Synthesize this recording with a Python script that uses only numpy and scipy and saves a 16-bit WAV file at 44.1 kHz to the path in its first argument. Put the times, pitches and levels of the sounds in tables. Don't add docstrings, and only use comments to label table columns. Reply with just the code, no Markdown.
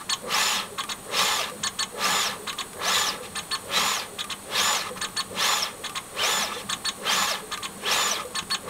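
import sys
import numpy as np
from scipy import signal
from scipy.fft import rfft, irfft, next_fast_len
from scipy.io import wavfile
from scipy.ndimage import uniform_filter1d, map_coordinates

SR = 44100
rng = np.random.default_rng(int(sys.argv[2]) if len(sys.argv) > 2 else 0)


def ratio(d):
    e = np.asarray(d, float) / 20
    return 10 ** e


def master(y):
    cut = np.clip(np.atleast_2d(y).T, -1, 1)
    pcm = np.round(cut * 32767)
    wavfile.write(sys.argv[1], SR, pcm.astype(np.int16))


N = 383229
TIME = np.arange(N) / SR

# start_s, stop_s, whine_db, frame_ring_db, belt_rasp_db
MOVES = [(0.21, 0.713, -36.5, -27, -25), (1.038, 1.549, -37.5, -27.5, -26.5),
         (1.908, 2.41, -36, -26.5, -25.5), (2.727, 3.225, -36, -27.5, -27.5),
         (3.63, 4.122, -37, -27.5, -27.5), (4.445, 4.928, -34, -27, -26), (5.287, 5.77, -35.5, -27, -27),
         (6.101, 6.584, -34.5, -27, -27), (6.972, 7.452, -36, -26, -26.5), (7.776, 8.269, -35, -27, -26.5),
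         (8.616, 9.097, -38, -26, -22)]


def gantry():
    pace = np.array([speed(start, stop, ramp=.205) for start, stop, *levels in MOVES])
    moving = pace.sum(0)
    return motors(pace) + frame() + belts(moving) + base() + air(moving)


# start_s, stop_s, ramp_s, top_hz, whine_db
CROSS_MOVES = [(1.09, 1.33, .12, 4000, -41), (2.83, 3.08, .125, 4000, -34), (3.645, 3.895, .125, 3980, -33),
               (4.45, 4.67, .11, 3700, -41), (5.295, 5.545, .125, 3700, -36),
               (6.105, 6.325, .11, 3100, -35), (6.98, 7.2, .11, 3200, -35), (7.775, 7.995, .11, 3420, -35)]
# multiple_of_tooth_tone, level_db
CARRIAGE = [(.25, -8), (.5, -4), (.75, -14), (1.5, -21)]
# multiple_of_tooth_tone, level_db
SHAFT = [(.122, -9)]
# pitch_hz, level_db
NOZZLE_TURN = [(1750, -48), (2770, -48), (3500, -43), (5670, -53), (6150, -55)]


def motors(pace):
    tooth_hz = 7000
    moving = pace.sum(0)
    loud = ratio([db for start, stop, db, *rest in MOVES]) @ pace
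    strain = 4 * moving * (1 - moving)
    strain_db = np.where(np.gradient(moving) > 0, 3.5, -1.5) * strain
    audible = np.clip(2.8 * moving - .7, 0, 1)
    tooth = whine(tooth_hz * moving, [(1, 3)], flutter_db=2.5 + 4 * strain, rate=140)
    tones = loud * audible * ratio(strain_db) * tooth
    carriage = whine(tooth_hz * moving, CARRIAGE, flutter_db=5.0, rate=90)
    tones += ratio(3.0) * loud * moving ** 4 * carriage
    tones += loud * whine(tooth_hz * moving, SHAFT, flutter_db=6, rate=50)
    turning = speed(6.475, 6.635, ramp=0.053)
    tones += ratio(-1) * turning ** 3 * whine(turning, NOZZLE_TURN, flutter_db=4, rate=150)
    clean = 0
    for start, stop, ramp, top_hz, db in CROSS_MOVES:
        cross = speed(start, stop, ramp)
        tone = whine(top_hz * cross, [(1, 0), (.5, -8)], flutter_db=2, rate=110)
        clean += ratio(db + 9) * cross ** 4 * tone
    return scattered(tones, t60=.05, share=.55) + clean


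# start_s, stop_s, frame_ring_db, rasp_db
TURNS = [(-.02, 0.046, -42, -39), (1.42, 1.519, -46, -44), (3.209, 3.298, -48, -35),
         (4.836, 4.92, -47, -39), (4.948, 5.01, -38, -34), (6.494, 6.65, -44, -37.5),
         (8.167, 8.248, -47, -38)]
# pitch_hz, width_hz, level_db
FRAME = [(851, 21, 3), (1073, 22, 5.5), (1182, 42, 11.5), (1300, 35, 9), (1726, 49, 11.5), (2067, 190, 5.5)]
# pitch_hz, density_db_per_hz
FRAME_BED = [(100, -62), (600, -6), (900, 4), (2000, -6), (3000, -24), (8000, -24.5)]


def frame():
    ring = sum(ratio(db) * swell(start, stop, lag=0.0099, rise=0.17, fall=0.29, late=0.045, steep=1.03, sag_db=13)
               for start, stop, _, db, _ in MOVES)
    ring += sum(ratio(db) * speed(start, stop, ramp=0.027) for start, stop, db, _ in TURNS)
    return ring * ratio(0.62 * wobble(60)) * rush(FRAME_BED, FRAME, rough_db=2.0, patchy_db=0.5)


# pitch_hz, width_hz, level_db
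BELT = [(2470, 56, 1.7), (2710, 127, 2.7), (3015, 96, 3), (3303, 110, 6.8), (3654, 160, 6.5),
        (4040, 260, 1.7), (5300, 76, 0.84), (5790, 35, 1.5)]
# pitch_hz, density_db_per_hz
BELT_BED = [(600, -23), (2000, 1.5), (3000, 0), (4600, -1), (6500, -2), (9000, -7), (16000, -16.5)]


def belts(moving):
    scrape = sum(ratio(db) * swell(start, stop, lag=0.039, rise=0.11, fall=0.18, late=0.017, steep=1.36, sag_db=15.6)
                 for start, stop, _, _, db in MOVES)
    scrape += ratio(-38.5) * sum(speed(start, stop, ramp) for start, stop, ramp, *rest in CROSS_MOVES)
    scrape += sum(ratio(db) * speed(start, stop, ramp=0.053) for start, stop, _, db in TURNS)
    rasp = rush(BELT_BED, BELT, rough_db=1.2, patchy_db=1.8)
    dull = filtered(rasp, lambda f: 1 / (1 + (f / 3800) ** 6))
    bright = (0.52 + 0.6 * moving ** 2) * (rasp - dull)
    return scrape * ratio(0.92 * wobble(40)) * (dull + bright)


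# pitch_hz, width_hz, level_db
BASE = [(422.6, 60, 4.3), (506, 115, 9.9), (567, 26, 0.71)]
# lag_s, rise_s, fall_s, late_s, steepness, sag_db_per_s
BASE_SWELLS = [
    (-.01, 0.058, 0.13, .16, 0.92, 24),
    (-.01, .13, 0.15, 0.19, 0.63, 30),
]


def base():
    level_db = (-38.5, -37.5)
    drone = sum(ratio(level_db[k % 2]) * swell(start, stop, *BASE_SWELLS[k % 2])
                for k, (start, stop, *levels) in enumerate(MOVES))
    noise = filtered(rng.standard_normal(N), lambda f: ringing(BASE, f) ** 2)
    return drone * ratio(1.4 * wobble(25)) * unit(noise)


# pitch_hz, density_db_per_hz
AIR = [(2000, -23), (6000, 0), (9000, -3), (12000, 3), (16000, -18)]


def air(moving):
    return ratio(-42.5) * moving ** 1.5 * rush(AIR, rough_db=2.5)


# start_s, stop_s, held_tone_db, ramp_squeal_db
STROKES = [(0.0833, 0.148, -27.5, -25), (0.77, 0.8213, -38, -37), (0.8808, 0.936, -36.5, -34.5),
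           (1.622, 1.6878, -30.5, -25.5), (1.778, 1.8443, -27.5, -24.5), (2.461, 2.513, -41, -37),
           (2.573, 2.625, -38.5, -36), (3.3442, 3.4058, -39, -34.5), (3.5003, 3.567, -30.5, -33.5),
           (4.176, 4.225, -43, -38), (4.288, 4.339, -44, -36), (5.001, 5.063, -36, -31),
           (5.155, 5.2215, -29, -31), (5.8294, 5.88, -44, -38), (5.943, 5.991, -42, -34.5),
           (6.683, 6.746, -36, -28.5), (6.8381, 6.9036, -28.5, -28.5), (7.506, 7.557, -38.8, -37),
           (7.6163, 7.6683, -40, -36), (8.3395, 8.4044, -33, -29.5), (8.4946, 8.5624, -26.5, -30)]
# held_octave_db, nut_tone_db
STROKE_KINDS = [
    (-36.5, -36),
    (-45.5, -39.5),
    (-42, -46.5),
    (-37.5, -36.5),
]
# pitch_hz, width_hz, level_db
HEAD = [(1233, 79, 8.9), (1599, 40, 10), (2200, 72, 7), (3020, 270, 9), (3440, 89, 3.7), (3680, 310, 3.4),
        (6520, 250, 6)]
# pitch_hz, density_db_per_hz
HEAD_BED = [(300, -90), (1000, 6.5), (3000, -3), (4500, 1.5), (7000, -12), (16000, -12)]


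def spindle():
    pace = np.array([speed(start, stop, ramp=.022) for start, stop, *levels in STROKES])
    held_db, squeal_db = np.transpose(STROKES)[2:]
    octave_db, nut_db = np.resize(STROKE_KINDS, (len(STROKES), 2)).T
    moving, held, active = pace.sum(0), (pace ** 8).sum(0), np.sign(pace)
    hz = 4395 * moving
    braking_db = 2.56 * (np.gradient(moving) < 0)
    push = moving ** 0.87 * ratio(braking_db) * (1 - held)
    faint_db = -40 * np.maximum(.7 - moving, 0)
    squeal = squeal_db @ active
    sweeps = ratio(-33 + 0.2 * (squeal + 40.0)) * whine(hz, [(1, 0)], flutter_db=2.2, rate=500)
    sweeps += ratio(-1 + faint_db) * whine(hz, [(2, squeal)], flutter_db=2, rate=200)
    screw = ratio(-42) * moving * rush(HEAD_BED, rough_db=3)
    head = filtered(push * sweeps + screw, lambda f: 1 + ringing(HEAD, f))
    head += ratio(-39) * moving ** .6 * rush(FRAME_BED, FRAME[1:4] + HEAD[1:2], rough_db=4.5)
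    octave = octave_db @ active
    partials = [(1, held_db @ active), (2, octave), (3, octave - 19)]
    steady = held * whine(hz, partials, flutter_db=1.5, rate=120)
    nut = moving ** 2 * whine(hz, [(.4, nut_db @ active)], flutter_db=2, rate=120)
    nut += ratio(-8) * filtered(nut, lambda f: ringing(HEAD[:2], f))
    return scattered(head, t60=.045, share=.85) + np.sqrt(2) * (steady + nut)


# time_s, peak_db, frame_ring_db, thud_db
CLICKS = [(0.8363, -21.5, -8, -17), (1.496, -25, -8, -25), (2.528, -23, -8, -24), (2.732, -31, -10, -16),
          (3.0844, -21, -6, -15), (3.232, -33, -21, -12), (3.4295, -37, -20, -1.5),
          (4.2416, -22.5, -9, -36), (4.9742, -34, -6, 0.5), (5.0858, -32, -13, -4), (5.895, -23, -8, -33),
          (6.7444, -26, -11, -13), (6.7684, -37, -15, -6), (7.5747, -21, -9, -23), (8.2517, -33, -6, -9),
          (8.4263, -29, -17, -4.5), (8.5011, -23.5, -23, -30)]
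# pitch_hz, density_db_per_hz
VALVE = [(500, -11), (1500, -2), (2500, 1), (4500, -7.5), (8500, -10), (11000, -5.5), (15000, -30)]


def clicks():
    out, t = np.zeros(N + SR), np.arange(SR // 8) / SR
    snap = rush(VALVE)
    for time, db, ring_db, thud_db in CLICKS:
        at = round(time * SR)
        crack = 0.51 * ratio(-60 * t / 0.029) * (1 - np.exp(-t / 0.0004)) * snap[at:][:len(t)]
        damping_db = -60 * t / 0.11 - 60 * np.maximum(t - .029, 0) / 0.0096
        hold = ratio(damping_db) * (1 - np.exp(-t / 0.0015))
        ring = 0.93 * ratio(ring_db) * hold * np.sin(2 * np.pi * 1185 * t)
        thud = 1.5 * ratio(thud_db - 60 * t / 0.025) * np.sin(2 * np.pi * 210 * t)
        out[at:][:len(t)] += ratio(db) * (crack + ring + thud)
    return out[:N]


# pitch_hz, t60_s
ENCLOSURE = [(200, 0.69), (2000, 0.12), (10000, 0.073)]


def enclosure(x):
    hz, t, z = signal.stft(rng.standard_normal(SR // 3), SR, nperseg=256)
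    decay = ratio(-60 * t / along(ENCLOSURE, hz)[:, None])
    tail = signal.istft(z * decay, SR, nperseg=256)[1]
    return signal.fftconvolve(np.pad(x, (100, 0)), tail / np.linalg.norm(tail))[:N]


# time_s, level_db
BOOMS = [(.31, -45), (.6, -50), (1.19, -45), (1.6, -45), (2.1, -42.5), (2.3, -53), (2.88, -49), (3.29, -54),
         (3.82, -42), (4.65, -48), (4.98, -54), (5.37, -47), (6.38, -50), (6.66, -50.5), (7.16, -44),
         (7.8, -53), (7.97, -49), (8.42, -61), (8.69, -49)]
# time_s, peak_db, pitch_hz, t60_s
THUMPS = [(1.619, -44, 78.1, .25), (2.948, -37, 92, 0.31), (3.288, -38, 80.9, 0.27), (4.96, -47, 99, .25),
          (6.189, -42, 123.6, .25), (6.646, -37, 123.9, .25), (1.515, -29, 501, .15),
          (2.965, -31, 499, 0.18), (3.2, -32, 499, 0.28), (4.908, -25, 498, 0.1), (6.563, -25, 490, 0.099),
          (8.246, -28.5, 500, .2), (.715, -34, 410, .2), (2.39, -33, 415, .15), (4.12, -36, 410, .15),
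          (7.425, -33, 430, .2), (8.665, -28, 500, .15), (8.675, -30, 1150, .1), (5.085, -36, 180, .1),
          (4.866, -28, 1250, .1), (6.516, -28, 1210, 0.11), (8.195, -24.5, 1257, 0.092)]


def bench():
    rest_db, boom_s = -51.5, .07
    level = ratio(rest_db) + sum(ratio(db) * np.exp(-((TIME - time) / boom_s) ** 2) for time, db in BOOMS)
    modes = [(101.3, 13.6, -10.5), (196, 25.6, 0.5)]  # pitch_hz, width_hz, level_db
    out = level * unit(filtered(rng.standard_normal(N), lambda f: ringing(modes, f)))
    for time, db, hz, t60 in THUMPS:
        t = np.maximum(TIME - time, 0)
        attack = 1 - np.exp(-t * hz / 2.4)
        out += ratio(db + 1.0 - 60 * t / t60) * attack * np.sin(2 * np.pi * hz * t)
    return out


# pitch_hz, density_db_per_hz
WORKSHOP_BED = [(15, -12), (40, -11), (100, -5.5), (400, -8), (1200, -11), (2600, -17), (4450, -17),
                (4650, -23.5), (6400, -20.5), (7500, -23.5), (8800, -16), (10000, -20.5), (16000, -40)]
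# pitch_hz, width_hz, level_db
WORKSHOP_BANDS = [(440, 20, -2), (790, 6.6, 0), (1120, 40, -7), (1860, 21, -42), (3360, 54, -22), (4280, 56, -20),
                  (6930, 43, -9), (7950, 54, -5), (8220, 52, -8), (8700, 100, -9), (9050, 73, -6.5),
          (9520, 29, -15), (10400, 110, -20.5), (10600, 67, -16), (11070, 96, -11.5), (12010, 47, -5.5),
          (13500, 150, -22), (15200, 430, -22)]


def workshop():
    def spectrum(f):
        bands = sum(ratio(db) / (1 + ((f - hz) / (1.4 * width)) ** 2) for hz, width, db in WORKSHOP_BANDS)
        return ratio(along(WORKSHOP_BED, f)) + 0.59 * bands

    return ratio(-42.0 + 0.44 * wobble(2.853)) * unit(filtered(rng.standard_normal(N), spectrum))


def speed(start, stop, ramp):
    return np.sin(np.pi / 2 * np.clip(np.minimum(TIME - start, stop - TIME) / ramp, 0, 1)) ** 2


def swell(start, stop, lag, rise, fall, late, steep, sag_db):
    since = TIME - start - lag
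    up = np.clip(since / rise, 0, 1)
    down = np.clip((stop + late - TIME) / fall, 0, 1)
    arch = (np.sin(np.pi / 2 * up) * np.sin(np.pi / 2 * down)) ** (2 * steep)
    return arch * ratio(-sag_db * np.maximum(since - rise, 0))


def whine(hz, orders, flutter_db, rate):
    turn = 2 * np.pi * np.cumsum(hz) / SR
    return sum(ratio(db + flutter_db * wobble(rate)) * np.sin(k * turn + .5 * wobble(rate)) for k, db in orders)


def rush(bed, modes=(), rough_db=0, patchy_db=0):
    z = signal.stft(ratio(rough_db * wobble(300)) * rng.standard_normal(N), nperseg=512)[2]
    field = uniform_filter1d(rng.standard_normal(z.shape), size=3, axis=0)
    field = uniform_filter1d(field, size=8, axis=1)
    noise = signal.istft(z * ratio(patchy_db * unit(field)), nperseg=512)[1][:N]
    return unit(filtered(noise, lambda f: ratio(along(bed, f)) * (1 + ringing(modes, f))))


def scattered(x, t60, share):
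    t = np.arange(SR // 10) / SR
    spray = rng.standard_normal(len(t)) * ratio(-60 * t / t60)
    return x + share * signal.fftconvolve(x, spray / np.linalg.norm(spray))[:N]


def ringing(modes, f):
    return sum(ratio(db) * 1j * f * width / (hz * hz - f * f + 1j * f * width) for hz, width, db in modes)


def filtered(x, response):
    m = next_fast_len(N + SR // 2)
    return irfft(rfft(x, m) * response(np.fft.rfftfreq(m, 1 / SR)), m)[:N]


def along(points, hz):
    f, v = np.transpose(points)
    return np.interp(np.log(hz + 1), np.log(f + 1), v)


def wobble(rate):
    return map_coordinates(rng.standard_normal(int(N * rate / SR) + 4), [TIME * rate])


def unit(x):
    return x / np.sqrt(np.mean(x ** 2) + 1e-20)


def scene():
    quick = spindle() + clicks()
    mono = gantry() + quick + ratio(-8.5) * enclosure(quick) + bench() + workshop()
    return np.array([mono, mono])


def band_limit(x):
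    return signal.sosfilt(signal.butter(12, 16340, fs=SR, output="sos"), x)


def record(dry):
    limited = np.array([filtered(channel, lambda f: f < 15740) for channel in dry])
    return band_limit(limited)


dry = scene()
out = record(dry)
master(out)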